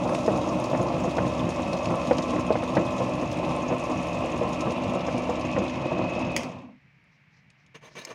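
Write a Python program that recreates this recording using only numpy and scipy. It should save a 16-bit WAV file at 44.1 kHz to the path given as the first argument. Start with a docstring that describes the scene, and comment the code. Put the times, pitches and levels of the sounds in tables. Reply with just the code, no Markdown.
"""A belt-driven meat grinder chews crumbly lumps, heard up close on a wooden table outdoors.
Its gears drone and rattle the frame, the knife rasps on a singing plate, the belt hisses and ticks,
the mass churns and lumps knock in the barrel. A switch snaps and the machine runs down.
Hands then scrape at the head and the pile, and the head's ring squeaks and clinks in the quiet air."""
import sys
import numpy as np
from scipy import signal
from scipy.fft import rfft, irfft
from scipy.io import wavfile
from scipy.ndimage import uniform_filter1d

SR = 44100
rng = np.random.default_rng(int(sys.argv[2]) if len(sys.argv) > 2 else 0)


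def store_wav(level_fs):
    """Save 16-bit WAV to argv[1]."""
    pcm = np.round(np.clip(np.atleast_2d(level_fs), -1, 1) * 32767)
    wavfile.write(sys.argv[1], SR, pcm.T.astype(np.int16))


N = 358974
TIME = np.arange(N) / SR
HIT_SIZE = 8192  # samples in a one-shot

# The mix of the running machine. Each row: time in seconds, body level in dB,
# panel buzz against the frame rattle in dB, belt level in dB.
MACHINE_MIX = [(0, -28, -17, -50.5), (0.9, -28, -15, -51.5), (2.4, -29.5, -10.5, -51.5),
               (3.3, -29.5, -14, -53), (4.4, -29, -12, -53.5), (5.6, -31, -12.5, -52.5),
               (6.3, -31.5, -16.5, -54)]
# The gear drone. Each row: multiple of the mesh rate, relative level in dB.
GEAR_TONES = [(4, -9), (5, -13.5), (9, -12.5), (18, -29)]
# The motor hum. Each row: pitch in Hz, relative level in dB.
MOTOR_TONES = [(48.8, -27), (73.3, -17.5), (172, -16.5), (300, -14), (600, -11), (899, -30), (1735, -34)]
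# The plate sings, breaks into two rough side tones, then sings out again. Each row: time in seconds,
# pitch in Hz, whine level in dB, distance to the side tones in Hz, their level in dB.
PLATE_SONG = [(0, 2563, -52, 89.7, -57), (1.2, 2552, -53, 90.5, -53.5), (1.8, 2557, -46, 89.7, -64),
              (2.3, 2543, -51.5, 90, -54), (2.75, 2544, -46.5, 89.4, -56), (3.2, 2533, -51, 90, -52),
              (3.95, 2553, -48, 104.2, -52), (4.4, 2560, -48, 114, -52), (4.7, 2580, -55, 139.7, -48),
              (5.3, 2530, -58, 198, -48), (5.5, 2530, -43.5, 178.4, -48), (5.8, 2536, -46, 100.4, -58),
              (5.98, 2548, -41.5, 89.2, -58), (6.24, 2580, -43.5, 70, -46), (6.36, 2540, -45.5, 80, -53.5)]
# The belt's pace under power. Each row: time in seconds, turns per second.
BELT_SPEED = [(0, 4.406), (1.5, 4.431), (2.5, 4.41), (3, 4.35), (3.3, 4.231), (3.7, 4.302), (4.6, 4.354),
              (5.5, 4.34), (6.3, 4.472)]
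# Rough spots on the belt. Each row: place in the turn from 0 to 1, relative level in dB.
BELT_SPOTS = [(0, -3), (.048, -16), (.18, -9.5), (.258, -6.5), (.43, -6.5), (.497, -4.5), (.54, -18),
              (.67, -6), (.742, -7), (.93, -9.5)]
# The belt's top end fades as the microphone draws back. Each row: time in seconds, gain in dB.
BELT_TREBLE = [(0, 0.5), (2.6, -1), (3.4, 0.5), (4.6, -1), (5.3, -3.5), (5.9, -11)]
# Lumps caught by the auger. Each row: start in seconds, peak in dB, centre of the blow in Hz,
# crack against the thud in dB, crushing time in seconds.
LUMPS = [(.089, -18.5, 561, -19, 0.073), (.148, -18, 640, -16, .008), (.279, -7, 417, -23, 0.022),
         (.732, -13.5, 493, -26, 0.0097), (.747, -19.5, 897, -10, 0.017), (.794, -16, 136, -26, 0.013),
         (1.038, -19.5, 490, -26, 0.039), (1.075, -17, 168, -22, 0.014), (1.183, -12.5, 683, -10, 0.0073),
         (1.250, -16, 142, -23, 0.012), (1.484, -18.5, 134.6, -25, 0.021), (1.596, -16.5, 910, -19, 0.005),
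         (1.728, -20.5, 182.6, -26, 0.034), (1.904, -16, 164.5, -21, 0.033), (1.934, -30, 850, -20, 0.0069),
         (2.110, -7, 524, -18.5, .011), (2.184, -21, 617, -17, 0.018), (2.334, -17.5, 297, -27, 0.014),
         (2.362, -17.5, 577, -12.5, 0.0097), (2.442, -18.5, 197, -25, 0.015), (2.5050, -6, 448, -31, 0.014),
         (2.555, -11.5, 734, -15, 0.0064), (2.630, -20.5, 513, -11, 0.012), (2.768, -7, 627, -11, 0.0076),
         (2.780, -13.5, 170, -25.5, 0.015), (3.005, -17, 505, -34, .016), (3.332, -23, 590, -24, 0.0073),
         (3.702, -19.5, 488, -26, 0.03), (3.722, -23, 700, -7, .012), (4.244, -19, 554, -27, 0.0054),
         (4.415, -16, 463, -34.5, 0.023), (4.669, -17, 234.5, -23, 0.035), (5.084, -15.5, 520, -15, 0.0081),
         (5.146, -17.5, 205, -37, 0.017), (5.180, -21, 602, -24, 0.012), (5.293, -14, 460, -35, 0.017),
         (5.328, -23, 647, -29, 0.011), (5.564, -15.5, 551, -16, 0.027), (5.58, -19, 189.7, -32, 0.042),
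         (5.917, -16, 628, -24, 0.0082), (5.92, -20, 180, -33, 0.031), (5.992, -13.5, 560, -27, 0.0067),
         (6.269, -22, 148.4, -19.5, 0.02)]
# Hard belt snaps and small metal clicks. Each row: start in seconds, peak in dB, centre in Hz.
CLICKS = [(.148, -25.5, 2700), (.2615, -37, 6800), (1.166, -34, 3810), (1.394, -33, 3770),
          (1.4042, -33, 3600), (1.630, -30.5, 3600), (1.7315, -28.5, 3710), (1.8432, -35, 5400),
          (1.856, -25.5, 3800), (2.1825, -24, 3470), (2.2957, -33.5, 3210), (2.307, -30, 4997),
          (3.448, -33, 3100), (4.527, -39, 6530), (7.04, -65.5, 10980), (7.502, -50, 6640),
          (7.663, -53, 6000)]
# The switch snaps, bounces and drops into its seat. Each row: start in seconds, peak in dB.
SWITCH_HITS = [(6.3638, -11.5), (6.375, -26.5), (6.391, -37), (6.405, -36), (6.4327, -27)]
# Fingers scrape at the head and the pile. Each row: start in seconds, length in seconds,
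# level in dB, attack in seconds, resonance of the contact in Hz.
SCRAPES = [(7.741, 0.016, -41.5, 0.015, 2700), (7.807, 0.079, -50.5, 0.027, 895),
           (7.902, 0.037, -59, .015, 850), (7.95, .008, -42.5, .006, 230),
           (7.961, 0.035, -41.5, 0.011, 2500), (8.006, 0.053, -49, .01, 623),
           (8.063, 0.035, -46, 0.011, 850), (8.098, 0.021, -41, 0.0071, 1050)]
# Skin slides on metal. Each row: start in seconds, length in seconds, level in dB.
RUBS = [(7.08, 0.13, -77), (7.28, 0.17, -72.5), (7.555, 0.12, -76.5), (7.81, 0.42, -61)]
# The ring's thread squeaks. Each row: start in seconds, length in seconds, peak in dB, first pitch in Hz.
SQUEAKS = [(7.827, 0.06, -45.5, 3380), (7.972, 0.042, -37, 3580), (8.003, 0.031, -40.5, 3780),
           (8.072, .035, -46, 4000)]
# The voice of a squeak. Each row: multiple of its pitch, relative level in dB.
SQUEAK_PARTIALS = [(.62, -1), (.76, -8), (1, 3), (1.09, -3), (2.5, -14)]
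# Echoes off the table top and the machine's body. Each row: delay in seconds, gain in dB.
ECHOES = [(.0019, -22), (.0034, -19), (.0053, -19), (.0087, -19), (.0131, -19)]

# How each part rings. Each row: centre in Hz, width in Hz, gain in dB.
FRAME_MODES = [(106, 18, -6), (137, 25, 3), (174.4, 19, -3), (195.7, 36, 3.5), (248.8, 24, 3.5),
               (311.8, 33, 3.5), (347.6, 18, 1), (476, 66, -1), (524.7, 39.6, 1.5), (559.4, 14, -1),
               (621.3, 25.5, 4), (668, 19, -10.5), (679, 80, -4.5), (741, 96, -18.5), (845, 93, -9.5),
               (926, 25, -11.5), (1009, 20, -11.5), (1140, 10, -19.5)]  # frame and table together
PANEL_MODES = [(1053, 20, 9.5), (1137.6, 19, 7), (1308, 22, 0.5)]
PLATE_MODES = [(2170, 700, -4), (2184, 70, -12.5), (2545, 260, -4.5), (2900, 180, -24)]  # knife and plate together
BARREL_MODES = [(350, 39.5, 7), (483, 47, 5), (510, 28.2, -9.5)]
HEAD_MODES = [(2500, 220, 1), (3520, 83, -15.5), (3850, 63, 0.5), (4550, 90, 0.5), (5080, 99, 3),
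              (5360, 120, -0.5), (5770, 74, -8), (6290, 91, -9.5), (6660, 190, 2), (7670, 49, -7.5),
              (9150, 140, -9.5)]
SWITCH_MODES = [(1960, 22, -2), (2260, 29, 2), (2430, 27, 0), (3190, 61, -5.5), (4900, 35, -1),
                (5600, 41, 2), (6480, 68, 0.5), (7710, 24, 3)]  # its metal housing
RING_MODES = [(617, 25, 4), (1740, 60, -2), (2280, 41, 0), (2740, 31, -1), (6060, 44, -5), (6500, 45, -4),
              (9660, 40, -20)]  # the head's threaded ring
CLINK_MODES = [(900, 300, -5), (2160, 150, 4), (4350, 250, -5), (5270, 330, 3), (6270, 130, 8),
               (11500, 300, -10)]  # the loose ring against the head

# The tone colour of each sound, as an EQ curve. Each row: frequency in Hz, gain in dB.
HISS_EQ = [(1760, -16), (3000, -2), (3830, -4), (4260, -6.5), (5250, -5.5), (5800, -4.5), (6620, -7),
           (7780, -14.5), (9530, -16.5), (11100, -23), (13200, -37), (15100, -30.5), (16000, -40.5)]
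TICK_EQ = [(1500, -25), (3400, 7), (4500, 0), (6600, 3), (7800, -6.5), (9300, -9), (11500, -19),
           (13500, -30), (15500, -22.5)]
CLICK_EQ = [(800, -17.5), (1500, -8.5), (2200, 4), (3000, 5), (3800, 1), (4800, -3.5), (6300, -1.5),
            (8000, -9.5), (9200, -4), (11000, -16.5), (13500, -21), (15500, -18.5)]
SWITCH_EQ = [(600, -9.5), (1500, -2.5), (2100, 6.5), (3000, 4.5), (3900, -11.5), (5000, 0), (6400, -0.5),
             (8000, -11), (9300, -8), (11500, -19), (15500, -20.5)]
SCRAPE_EQ = [(35, -53), (60, -27), (133, 3), (398, -0.5), (480, 7), (682, -10), (1040, 0), (1250, -6),
             (2300, -4.5), (3120, -12), (4640, -20), (6280, -14), (7940, -33), (9350, -26), (16000, -60)]
AIR_EQ = [(18, -55), (30, -27.5), (95, -10), (120, -7), (137, 2), (156, -2.5), (373, -25.5), (806, -23.5),
          (1420, -23), (1740, -18.5), (2260, -14), (3490, -32.5), (5550, -37.5), (9040, -56.5),
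          (14000, -50)]

MESH_HZ, MESH_WANDER = 63.06, 0.00498  # gear teeth meeting; the wander is a share of that rate
SWITCH_OFF_S, RUN_DOWN_S = 6.3644, .425  # friction brakes the machine evenly to a halt
FIRST_TICK_S, CLINK_S = .0344, 8.0494
JOINT_PLACE, SQUEEZE_PLACE = .494, 0.24  # places in the belt's turn, 0-1
TICK_DB, JOINT_DB, TICK_SPREAD_DB = 19, 12.5, 2.5  # peaks against the hiss, and their spread
SQUEAK_RISE_HZ_PER_S = 6300


def drone(mesh):
    """Gear and motor tones swell and sag with the load and die when the power is cut."""
    gears = motor = 0
    for multiple, db in GEAR_TONES:
        level = undb(db + 3 * np.tanh(wander(14)))
        gears += level * np.sin(2 * np.pi * multiple * mesh + .5 * wander(14))
    for hz, db in MOTOR_TONES:
        level = undb(db + 2 * wander(5))
        motor += level * np.sin(2 * np.pi * hz * TIME + .6 * wander(6.6))
    return gears * power_fade(fade_s=0.16) + motor * power_fade(fade_s=0.098)


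def rattle(mesh, speed):
    """Loose teeth and crushed crumbs shake the frame and its panels, hardest once per mesh cycle."""
    tooth_pulse = 1.2 + np.exp(-(mesh % 1) / 0.45)
    push = grains(per_s=2000, spread_db=2.5) * tooth_pulse * undb(1.1 * wander(16))
    frame = band(resonate(push, FRAME_MODES), 70, 1190)
    frame = unit(band(frame, 23, 1416, order=6))
    panels = unit(band(resonate(push, PANEL_MODES), 780, 1460, order=4))
    panels *= undb(curve(MACHINE_MIX, column=2))
    # contacts soften as the machine slows, and soft contacts reach only the low modes
    soft_share = np.interp(speed, [0, 1], [0.89, 0.081])
    low_modes = band(frame, 206, 290, order=3) * undb(10.5)
    return (1 - soft_share) * (frame + panels) + soft_share * low_modes


def churn(squeeze):
    """The crumbly mass is kneaded against the plate and rumbles in the frame's low modes."""
    crumbs = grains(per_s=500, spread_db=3)
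    return unit(band(resonate(crumbs, FRAME_MODES), 85, 230)) * squeeze


def knife(mesh):
    """The knife chatters on the plate in step with the gears, ringing a tone either side of the whine."""
    push = grains(per_s=3000, spread_db=0.5) * (3.5 + np.exp(-(mesh % 1) / 1.7))
    rasp = unit(band(resonate(push, PLATE_MODES), 1100, 3860)) * undb(-45.5 - 0.95 * wander(1.5))
    pitch, offset = curve(PLATE_SONG), curve(PLATE_SONG, column=3)
    sides = sum(glide(push, hz, width_hz=110) for hz in (pitch - offset, pitch + offset))
    return rasp + unit(band(sides, 2000, 2880)) * undb(curve(PLATE_SONG, column=4))


def whine(mesh):
    """The plate sings: a fine wavering tone in short swells, shaken once per mesh cycle."""
    pitch = curve(PLATE_SONG) * (1 + .004 * wander(22))
    tone = np.sin(2 * np.pi * np.cumsum(pitch) / SR + .35 * wander(130))
    swells = undb(4.5 * np.tanh(wander(42)))
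    tremolo = 1 + 0.59 * np.cos(2 * np.pi * mesh)
    return unit(tone * tremolo * swells) * undb(curve(PLATE_SONG, column=2))


def knocks():
    """A lump jams and is crushed: a blow and ever weaker slips thud in frame and barrel, with a crack."""
    out = np.zeros(N)
    small_lumps = [(*lump, -22, 0.0095) for lump in scatter(per_s=2.2, db=-20.5, hz=269.4)]
    for s, db, hz, crack_db, crush_s in list(LUMPS) + small_lumps:
        # the slips lock loosely to the swing of the frame
        gaps = (np.ceil(.003 * hz) + rng.uniform(-0.27, .25, size=14)) / hz
        slips = np.cumsum(gaps) - gaps[0]
        blow = np.zeros(HIT_SIZE)
        blow[(slips * SR).astype(int) % HIT_SIZE] = np.exp(-(slips / crush_s) ** 1.32)
        push = resonate(blow, [(hz, 0.88 * hz, 0)])
        thud = band(resonate(push, FRAME_MODES) + undb(-2) * resonate(push, BARREL_MODES), 56, 1075)
        crack = band(burst(t60=0.054), 740, 2150, order=3)
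        add(out, s, unit(thud) + undb(crack_db) * unit(crack), db)
    return out


def belt_hiss():
    """Sliding belt and metal make a fine, fluttering hiss."""
    friction = colour(grains(per_s=6000, spread_db=2), HISS_EQ)
    return unit(echo(cast_head(friction, ring_db=-13))) * undb(1.2 * wander(16))


def belt_ticks(turns):
    """Each rough spot of the belt ticks on the pulley once a turn, and its joint adds a bright snap."""
    def passes(place):
        return np.searchsorted(turns, np.arange(place, turns[-1])) / SR

    out = np.zeros(N)
    for s in passes(JOINT_PLACE):
        snap = band(colour(burst(t60=0.0033), TICK_EQ), 8257, 10530)
        add(out, s, snap, JOINT_DB + TICK_SPREAD_DB * rng.standard_normal())
    for place, db in BELT_SPOTS:
        for s in passes(place):
            tint = [(hz, gain + 5 * rng.standard_normal()) for hz, gain in TICK_EQ]  # no two alike
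            contact = burst(t60=0.0069) + undb(-2) * burst(t60=0.078)
            tick = echo(cast_head(colour(contact, tint), ring_db=-1.5))
            add(out, s, tick, TICK_DB + db + TICK_SPREAD_DB * rng.standard_normal())
    return out


def belt_treble(belt):
    """Ride the belt's top end, which dulls as the microphone draws back."""
    top = signal.sosfiltfilt(signal.butter(2, 7000, "high", fs=SR, output="sos"), belt)
    return belt + (undb(curve(BELT_TREBLE)) - 1) * top


def clicks():
    """Belt, metal and tearing crumbs snap with a faint metallic tail; hard snaps can open up brighter."""
    out = np.zeros(N)
    crumbs = scatter(per_s=5.9, db=-40.5, hz=3800)
    for s, db, hz in list(CLICKS) + crumbs:
        contact = burst(t60=0.02) + undb(-30.5) * burst(t60=0.21)
        snap = echo(cast_head(colour(contact, CLICK_EQ), ring_db=1.5))
        top_hz = max(7500, 2 * hz * undb(0.16 * (db + 26)))
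        add(out, s, band(resonate(snap, [(hz, 1.2 * hz, 0)]), 660, top_hz), db)
    return out


def cast_head(contact, ring_db):
    """The cast head adds its bright ringing to a contact."""
    return contact + undb(ring_db) * resonate(contact, HEAD_MODES)


def switch():
    """The switch chatters: each contact rings its housing, leaves a duller tail and thumps the frame."""
    out = np.zeros(N)
    for s, db in SWITCH_HITS:
        tail = undb(-22.5) * band(burst(t60=.3), 500, 9000, order=1)
        snap = colour(burst(t60=0.016) + tail, SWITCH_EQ)
        add(out, s, echo(snap + resonate(snap, SWITCH_MODES)), db)
        thump = band(resonate(burst(t60=.02), FRAME_MODES), 100, 380)
        add(out, s, thump, db - 12)
    return out


def hands():
    """Gritty finger friction rings metal and frame, each grip with its own resonance, and skin hisses."""
    grit = grains(per_s=5000, spread_db=2)
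    scrape = unit(band(echo(colour(grit, SCRAPE_EQ)), 100, 15800))
    scrape += undb(-5.5) * unit(resonate(grit, RING_MODES))
    scrape += undb(-18) * unit(band(resonate(grit, FRAME_MODES), 330, 1200))
    scrape += undb(-24) * unit(resonate(grit, PANEL_MODES))
    scrape += undb(-37) * unit(band(grit, 7500, 12000, order=4))
    grips = 0
    for s, length, db, attack, hz in SCRAPES:
        grip = unit(scrape + resonate(scrape, [(hz, 0.34 * hz, -4)]))
        rise = np.clip((TIME - s) / attack, 0, 1)
        release = np.exp(-np.maximum(TIME - s - length, 0) / 0.013)
        grips += undb(db) * grip * rise * release
    skin = unit(echo(band(grains(per_s=3300, spread_db=3.5), 3700, 6100, order=3)))
    return grips + skin * sum(undb(db) * swell(TIME - s, length) for s, length, db in RUBS)


def threaded_ring():
    """The head's ring is turned: its thread squeaks upwards and the loose ring clinks once."""
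    out, age = np.zeros(N), TIME[:HIT_SIZE]
    for s, length, db, hz in SQUEAKS:
        pitch = hz + SQUEAK_RISE_HZ_PER_S * np.minimum(age, length)
        friction = rng.standard_normal(HIT_SIZE)
        tones = sum(undb(gain) * glide(friction, k * pitch, width_hz=75) for k, gain in SQUEAK_PARTIALS)
        sheen = undb(-8) * unit(band(resonate(friction, HEAD_MODES), 6280, 6370))
        add(out, s, (unit(tones) + sheen) * swell(age, length), db)
    clink = band(resonate(burst(t60=0.026), CLINK_MODES), 300, 7500, order=1)
    add(out, CLINK_S, clink, db=-22.5)
    return out


def open_air():
    """A quiet outdoor bed: a wavering rumble under a faint, nearly even rustle."""
    rumble, rustle = (unit(colour(rng.standard_normal(N), AIR_EQ)) for _ in range(2))
    low = band(rumble, 22, 450) * undb(1.6 * wander(27))
    high = band(rustle, 450, 11000) * undb(0.3 * wander(4.7))
    return (low + high) * undb(-60.5)


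def undb(db):
    """Decibels to gain."""
    return 10 ** (np.asarray(db) / 20)


def unit(x):
    """Scale to rms 1."""
    return x / np.sqrt(np.mean(x ** 2))


def curve(rows, column=1):
    """One column of a table, joined by straight lines in time."""
    rows = np.array(rows, float)
    return np.interp(TIME, rows[:, 0], rows[:, column])


def swell(age, length):
    """Envelope that rises and falls smoothly."""
    return np.sin(np.pi * np.clip(age / length, 0, 1)) ** 2


def power_fade(fade_s):
    """Full level until the power is cut, then dying away."""
    return np.exp(-np.maximum(TIME - SWITCH_OFF_S, 0) / fade_s)


def wander(per_s):
    """Smooth random drift with an rms of 1."""
    hold = max(int(SR / per_s), 2)
    steps = np.repeat(rng.standard_normal(N // hold + 1), hold)
    return unit(uniform_filter1d(uniform_filter1d(steps, hold), hold)[:N])


def grains(per_s, spread_db):
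    """Tiny contacts at random moments and of uneven size."""
    contacts = (rng.random(N) < per_s / SR) * rng.choice([-1, 1], N)
    return unit(contacts * undb(spread_db * rng.standard_normal(N)))


def burst(t60):
    """Noise with a fast attack that falls 60 dB in t60 seconds."""
    age = TIME[:HIT_SIZE]
    attack = 1 - np.exp(-age / 0.00061)
    return rng.standard_normal(HIT_SIZE) * np.exp(-np.log(1000) * age / t60) * attack


def scatter(per_s, db, hz):
    """Random small hits while the power is on. Each row: start in seconds, peak in dB, centre in Hz."""
    gap, strength, pitch = rng.random((60, 3)).T
    starts = np.cumsum(.3 + 1.4 * gap) / per_s
    hits = zip(starts, db + 6 * (strength - .5), hz * 2 ** (1.6 * (pitch - .5)))
    return [hit for hit in hits if hit[0] < SWITCH_OFF_S]


def resonate(x, modes):
    """Sound through parallel resonances."""
    out = 0
    for hz, width, db in modes:
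        peak = signal.iirpeak(min(hz, SR / 3), hz / min(width, SR / 3), fs=SR)
        out += undb(db) * signal.lfilter(*peak, x)
    return out


def glide(x, hz, width_hz):
    """Sound through one resonance whose centre moves."""
    carrier = np.exp(2j * np.pi * np.cumsum(hz) / SR)
    pole = np.exp(-np.pi * width_hz / SR)
    return 2 * np.real(carrier * signal.lfilter([1 - pole], [1, -pole], x / carrier))


def colour(x, eq):
    """Minimum-phase EQ, which keeps attacks sharp."""
    hz, db = np.transpose(eq)
    size = HIT_SIZE // 2
    bin_hz = np.arange(size // 2 + 1) * SR / size
    log_gain = np.log(undb(np.interp(np.log(bin_hz + 1), np.log(hz), db)))
    cepstrum = irfft(log_gain)[:size // 2]
    cepstrum[1:] *= 2
    return signal.fftconvolve(x, irfft(np.exp(rfft(cepstrum, size))))[:len(x)]


def band(x, low_hz, high_hz, order=2):
    """Butterworth band-pass."""
    edges = [low_hz, min(high_hz, SR / 2 - 1)]
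    return signal.sosfilt(signal.butter(order, edges, "band", fs=SR, output="sos"), x)


def echo(x):
    """Short echoes from nearby surfaces comb the sound."""
    return x + sum(undb(db) * np.pad(x, (int(s * SR), 0))[:len(x)] for s, db in ECHOES)


def add(out, s, sound, db):
    """Mix a sound in at time s with the given peak level."""
    start = int(np.clip(s * SR, 0, N - 1))
    out[start:start + len(sound)] += (undb(db) * sound / np.abs(sound).max())[:N - start]


def scene():
    """The mono mix: the running grinder, its stop and the handling after it."""
    speed = np.clip(1 - (TIME - SWITCH_OFF_S) / RUN_DOWN_S, 0, 1)
    mesh = np.cumsum(MESH_HZ * speed * (1 + MESH_WANDER * wander(7))) / SR  # counts teeth meeting
    turns = np.cumsum(curve(BELT_SPEED) * speed) / SR
    turns -= np.interp(FIRST_TICK_S, TIME, turns)
    # the mass is squeezed once a turn, and the frame rattles a little harder meanwhile
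    squeeze = np.abs(np.cos(np.pi * (turns - SQUEEZE_PLACE))) ** 2.2
    hiss = belt_hiss()
    shaking = rattle(mesh, speed) * undb(squeeze - .5) + undb(-4.5) * churn(squeeze)
    # in the run-down, rasp and belt fade faster than the body
    body = (shaking + undb(2.5) * drone(mesh)) * undb(curve(MACHINE_MIX)) * speed ** 0.97
    plate = knife(mesh) * speed ** 1.94 + whine(mesh) * power_fade(fade_s=.05)
    belt = belt_treble(hiss + belt_ticks(turns)) * undb(curve(MACHINE_MIX, column=3)) * speed ** 2.2
    handling = hands() + threaded_ring()
    return (body + plate + belt + handling + open_air() + knocks() + clicks() + switch())[None]


def record(dry):
    """A steep low-pass trims the top above 16 kHz."""
    return signal.sosfilt(signal.ellip(8, .2, 70, 16000, fs=SR, output="sos"), dry)


dry = scene()
out = record(dry)
store_wav(out)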